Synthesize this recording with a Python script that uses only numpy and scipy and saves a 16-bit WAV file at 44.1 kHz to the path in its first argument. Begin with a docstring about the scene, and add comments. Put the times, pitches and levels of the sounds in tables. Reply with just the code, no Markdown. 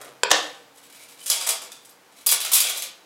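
"""A small, live workshop, heard in mono from one microphone near the wooden workbench.
Over room air and a faint hum, a dull scuff dies away and a hand tool is put down with two sharp knocks,
tip first, then the whole body, ringing the bench. A thin slotted steel grille is turned in the fingers,
brushes another panel from about 1.2 s and is laid down among the tools from about 2.3 s.
Every contact chatters, rings its slats and thuds into the wood, and the walls answer."""
import sys
import numpy as np
from scipy import signal
from scipy.fft import rfft, irfft
from scipy.io import wavfile
from scipy.ndimage import uniform_filter1d

SR = 44100
rng = np.random.default_rng(int(sys.argv[2]) if len(sys.argv) > 2 else 0)


def bounce(signal):
    """Save signal as a 16-bit WAV file at the path given by the first command-line argument."""
    frames = np.transpose(np.atleast_2d(signal))
    limited = np.clip(frames, -1, 1)
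    pcm = np.round(limited * 32767).astype(np.int16)
    wavfile.write(sys.argv[1], SR, pcm)


N = 134505
T = np.arange(N) / SR
RING_T = T[:24576]  # time axis of one impact or echo

# Spectra of the room air and the scuff. Each row: frequency in Hz, level in dB.
AIR_SPECTRUM = [(30, -37.5), (184, -9), (449, -8.5), (486, -7.5), (702, -6.5), (1130, -8.5), (16000, -27)]
SCUFF_SPECTRUM = [(100, -28), (458, 1.5), (4150, -16), (8040, -20), (12000, -20), (15600, -70)]
# The hum. Each row: frequency in Hz, starting level in dB, fall in dB per second.
HUM_TONES = [(132, -66, 15.5), (282, -65, 4.5), (477, -64, 3.5)]
# Reverberation of the workshop. Each row: frequency in Hz, t60 in seconds.
ROOM_DECAY = [(200, 0.61), (1000, 0.45), (4000, 0.42), (8000, 0.24), (15000, 0.13)]
# Grille contacts; at 0.33 s the knock shakes the panels on the bench. Each row: start in seconds,
# level in dB, chatter time in seconds, tilt in dB per octave, relative thud level in dB.
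GRILLE_CONTACTS = [ (0.0132, -40.5, 0.0012, -3, 0), (0.0464, -49, .001, 3, -28),
                   (0.3300, -28, 0.085, -7.5, -19), (1.1883, -45, 0.014, -7.5, -18),
                   (1.2041, -37.5, 0.065, 1, -34), (1.2601, -21, 0.075, -1, -22.5),
                   (1.2999, -15, 0.0082, -1.5, -24), (1.316, -20.5, 0.048, -4, -14),
                   (1.4119, -24.5, 0.031, -3.5, -14.5), (1.4660, -19, 0.039, -2, -11.5),
                   (1.4901, -17, 0.01, -2, -21), (1.6171, -34.5, 0.023, -4.5, -9),
                   (1.718, -38.5, 0.0049, -4, -44), (1.765, -51, 0.006, -4, -28),
                   (1.849, -45.5, 0.012, -1.5, -35), (1.8930, -49, .003, 0, -51),
                   (2.263, -21.5, 0.0032, -1, -22), (2.2668, -13.5, 0.00072, 3.5, -23),
                   (2.289, -16, 0.01, -3, -45), (2.3140, -14, 0.009, 3, -47),
                   (2.3218, -16, 0.0057, -3.5, -14), (2.4034, -22.5, 0.014, -4.5, -27),
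                   (2.4469, -22, 0.05, -5.5, -15), (2.5165, -14, 0.044, -2, -20),
                   (2.533, -10.5, 0.014, 2, -31.5), (2.5520, -15, 0.011, -3.5, -29),
                   (2.5648, -18.5, 0.0064, -5.5, -36), (2.5820, -19.5, 0.011, -3.5, -49),
                   (2.6028, -14.5, 0.011, -0.5, -30.5), (2.6400, -19.5, 0.074, -6, -16.5),
                   (2.6937, -23.5, 0.0072, -3.5, -17), (2.756, -32, 0.023, -6, -10),
                   (2.771, -26.5, 0.015, -1, -44), (2.8218, -26, 0.014, -3.5, -20)]
# Strongest modes of the slats. Each row: frequency in Hz, level in dB.
SLAT_MODES = [(2293, -1), (3340, -2.5), (3520, -6.5), (3957, -2.5), (4791, -0.5), (6050, -21), (6980, -1),
              (7876, 0), (8737, -2), (9494, -5), (10515, -2.5), (11504, -9), (12112, 1), (13407, 2)]
# Spectra of the steel, its added colour against the other panel, and its thud in the bench.
# Each row: frequency in Hz, level in dB.
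STEEL_SPECTRUM = [(150, -31), (400, -31.5), (1000, -13.5), (1900, -12.5), (2300, -7), (2800, -4.5),
                  (3400, -0.5), (4400, -2.5), (8200, 4), (11000, 6.5), (16000, -3.5)]
ON_PANEL_COLOUR = [(4000, 1), (8500, 2.5), (13500, -4)]
THUD_SPECTRUM = [(100, -48), (220, -17), (320, -5.5), (540, 5.5), (850, 3), (1200, 5.5), (2000, -2.5),
                 (16000, -72)]
# Knocks of the tool. Each row: start in seconds, level in dB, nominal t60 in seconds,
# relative echo level in dB, part that lands (0 tip, 1 whole body).
TOOL_KNOCKS = [(0.2335, -14.5, 0.021, -6, 0), (0.299, -32, 0.08, 2, 0), (0.306, -22, 0.032, -21, 1),
               (0.3138, -9, 0.034, -4, 1)]
# Spectra of the tip and the whole tool on wood. Each row: frequency in Hz, level in dB.
TIP_SPECTRUM = [(120, -27), (200, -11.5), (305, -14.5), (456, 5.5), (722, -10.5), (990, 2.5), (1350, -9.5),
                (1530, 3.5), (2080, -14), (2510, -0.5), (2910, -15), (3190, 0.5), (3970, -13), (4650, -2),
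                (6400, -19.5), (7300, -2), (9400, -19), (11100, -17.5), (16000, -63)]
BODY_SPECTRUM = [(59, -66), (110, -35), (235, -29.5), (315, -12), (385, -28.5), (465, -12), (558, -8),
                 (670, -15), (768, -6), (891, -16.5), (1060, -8), (1520, -20), (1760, -6.5), (2400, -25),
                 (2750, -12.5), (3700, -10.5), (4250, -16.5), (6700, -12), (16000, -40.5)]
# Bench modes. Each row: frequency in Hz, level in dB, t60 in seconds before division by BENCH_DAMPING.
BENCH_MODES = [(553.3, 19, 0.28), (797, 4, 1), (1520, 22, 0.28), (1687, 3, 0.33)]
# The grille sliding in the fingers. Each row: time in seconds, level in dB.
SLIDE_LEVELS = [(0.735, -75), (0.76, -52.5), (0.85, -54), (1.02, -50), (1.05, -51.5), (1.26, -55),
                (1.9, -64), (2.0, -83), (2.21, -52.5), (2.26, -65)]
# An edge catches and one slat sings. Each row: start in seconds, frequency in Hz, level in dB.
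SLAT_ZINGS = [(0.999, 2300, -51), (1.205, 3030, -46), (1.303, 7030, -26.5), (1.312, 3303, -24),
              (1.41, 4920, -33), (1.720, 3510, -44), (1.893, 12900, -54), (2.269, 4890, -24.5),
              (2.322, 10550, -20.5), (2.640, 3300, -28.5), (2.791, 6130, -35)]

ROOM_DELAY_S, ROOM_BUILD_S = 0.0058, 0.0065
SCUFF_DB, SCUFF_HOLD_S, SCUFF_FALL_DB_PER_S = -46.5, 0.086, 127
SLAT_DB, SLAT_T60_S, CLASH_T60_S = -8.5, 0.074, 0.063
CHATTER_PER_S = 650
BENCH_DB, BENCH_DAMPING = -18.5, 0.9
TIP_ECHO_TOP_HZ, BODY_ECHO_TOP_HZ = 4330, 7000  # the knocks' treble reaches the walls weakly


def amp(db):
    """Decibels to gain."""
    return 10 ** (np.asarray(db) / 20)


def unit(x):
    """Scale to rms 1."""
    return x / np.sqrt(np.mean(x ** 2))


def blow(x):
    """Scale to the energy of 10 ms at rms 1."""
    return x * np.sqrt(.01 * SR / np.sum(x ** 2))


def fade(t60):
    """Exponential decay, 60 dB down after t60 seconds."""
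    return np.exp(-np.log(1000) * RING_T / max(t60, 1e-3))


def burst(t60):
    """Decaying noise: countless heavily damped modes."""
    return rng.standard_normal(len(RING_T)) * fade(t60)


def crack(t60):
    """A burst with an even spectrum."""
    spectrum = rfft(burst(t60))
    local_power = uniform_filter1d(np.abs(spectrum) ** 2, size=40)
    return irfft(spectrum / np.sqrt(local_power)) * fade(10 * t60)


def clicks(size, per_s):
    """Random tiny impacts of uneven strength."""
    return (rng.random(size) < per_s / SR) * rng.standard_normal(size)


def ring(modes):
    """Damped sines (Hz, dB, t60 s), struck at a random spot."""
    return blow(sum(amp(db) * fade(t60) * np.sin(2 * np.pi * (hz * RING_T + rng.random()))
                    for hz, db, t60 in modes))


def through(x, response):
    """Play x through an impulse response."""
    return signal.fftconvolve(x, response)[:len(x)]


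def colour(x, points, tilt_db=0):
    """Causal filter from (Hz, dB) points, tilted by tilt_db per octave above 2 kHz."""
    hz, db = np.array(points).T
    octave = np.log2(np.maximum(np.fft.rfftfreq(4096, 1 / SR), 1))
    tilt = tilt_db * np.maximum(octave - np.log2(2000), 0)
    gain = amp(np.interp(octave, np.log2(hz), db) + tilt)
    cepstrum = irfft(np.log(gain))
    half = len(cepstrum) // 2
    cepstrum *= np.r_[1, np.full(half - 1, 2), np.zeros(half)]  # minimum phase
    return through(x, irfft(np.exp(rfft(cepstrum))))


def add(track, start, x):
    """Mix x into the track at a time in seconds."""
    i = int(start * SR)
    track[i:i + len(x)] += x[:N - i]


def room_tone(air_db=-55):
    """Quiet air all around the microphone and a faint hum that fades."""
    hum = sum(np.sqrt(2) * amp(db - fall * T) * np.sin(2 * np.pi * (hz * T + rng.random()))
              for hz, db, fall in HUM_TONES)
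    air = unit(colour(rng.standard_normal(N), AIR_SPECTRUM))
    return amp(air_db) * air + hum


def scuff():
    """Dense friction ticks on the wood make a dull scuff that dies away."""
    friction = unit(colour(clicks(N, per_s=1300), SCUFF_SPECTRUM))
    return friction * amp(SCUFF_DB - SCUFF_FALL_DB_PER_S * np.maximum(T - SCUFF_HOLD_S, 0))


def room_echo():
    """Diffuse echo off the nearby walls builds up quickly; the treble dies first."""
    hz, t60s = np.array(ROOM_DECAY).T
    noise = rfft(rng.standard_normal(len(RING_T)))
    log_hz = np.log(np.fft.rfftfreq(len(RING_T), 1 / SR) + 1)
    bands = [irfft(noise * np.interp(log_hz, np.log(hz), share)) for share in np.eye(len(hz))]
    tail = sum(band * fade(t60) for band, t60 in zip(bands, t60s))
    tail *= np.clip((RING_T - ROOM_DELAY_S) / ROOM_BUILD_S, 0, 1)
    return tail / np.sqrt(np.sum(tail ** 2))


def grille_response(detune=0.0044):
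    """The thin sheet clashes and its slats ring, detuned by flexing from contact to contact."""
    slats = ring([(hz * (1 + detune * rng.standard_normal()), db, SLAT_T60_S) for hz, db in SLAT_MODES])
    return blow(crack(CLASH_T60_S)) + amp(SLAT_DB) * slats


def grille_contacts(laid_down_s=2.1):
    """Each contact is a click and a dying chatter that ring the steel and thud into the bench."""
    out = np.zeros(N)
    for start, db, chatter_s, tilt_db, thud_db in GRILLE_CONTACTS:
        force = clicks(len(RING_T), CHATTER_PER_S) * np.exp(-RING_T / chatter_s)
        force[0] = 1.2  # the first click
        steel = blow(colour(through(force, grille_response()), STEEL_SPECTRUM, tilt_db))
        if start < laid_down_s:  # against the other panel; later it meets the tools
            steel = blow(colour(steel, ON_PANEL_COLOUR))
        thud = blow(colour(through(force, burst(t60=0.07)), THUD_SPECTRUM))
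        add(out, start, amp(db) * (steel + amp(thud_db) * thud))
    return out


def tool_knocks(echo):
    """The tip touches and bounces, then the whole tool drops and the bench rings."""
    out = np.zeros(N)
    for start, db, t60, echo_db, whole in TOOL_KNOCKS:
        knock = blow(colour(crack(t60), BODY_SPECTRUM if whole else TIP_SPECTRUM))
        if whole:
            bench = ring([(hz, level, decay / BENCH_DAMPING) for hz, level, decay in BENCH_MODES])
            knock += amp(BENCH_DB) * bench
        top_hz = BODY_ECHO_TOP_HZ if whole else TIP_ECHO_TOP_HZ
        dull_echo = signal.sosfilt(signal.butter(2, top_hz, fs=SR, output="sos"), echo)
        add(out, start, amp(db) * (knock + amp(echo_db) * through(knock, dull_echo)))
    return out


def finger_slide():
    """Fine stick-slip ticks as the grille turns in the hand."""
    times, db = np.array(SLIDE_LEVELS).T
    ticks = through(clicks(N, per_s=250), grille_response())
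    steel = unit(colour(ticks, STEEL_SPECTRUM, tilt_db=-5))
    sliding = (T > times[0]) * (T < times[-1])
    return steel * amp(np.interp(T, times, db)) * sliding


def slat_zings(scrape_s=0.014, t60=0.028):
    """An edge scrapes briefly and keeps one slat ringing."""
    out = np.zeros(N)
    for start, hz, db in SLAT_ZINGS:
        scrape = clicks(len(RING_T), CHATTER_PER_S) * np.exp(-RING_T / scrape_s)
        slat = ring([(hz, 0, t60)])
        add(out, start, amp(db) * blow(through(scrape, slat)))
    return out


def scene(grille_echo_db=-3.5, low_cut_hz=292):
    """Bench and room as they reach the microphone, the same in both channels."""
    echo = room_echo()
    metal = grille_contacts() + finger_slide() + slat_zings()
    handling = tool_knocks(echo) + metal + amp(grille_echo_db) * through(metal, echo)
    # small objects radiate little bass
    low_cut = signal.butter(2, low_cut_hz, "high", fs=SR, output="sos")
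    mono = signal.sosfilt(low_cut, handling) + scuff() + room_tone()
    return np.array([mono, mono])


def record(dry):
    """The recorder flattens only the very loudest peaks and cuts the top."""
    ceiling, top_hz = 0.78, 15800
    flattened = np.clip(dry, -ceiling, ceiling)
    return signal.sosfilt(signal.ellip(12, .2, 90, top_hz, fs=SR, output="sos"), flattened)


dry = scene()
out = record(dry)
bounce(out)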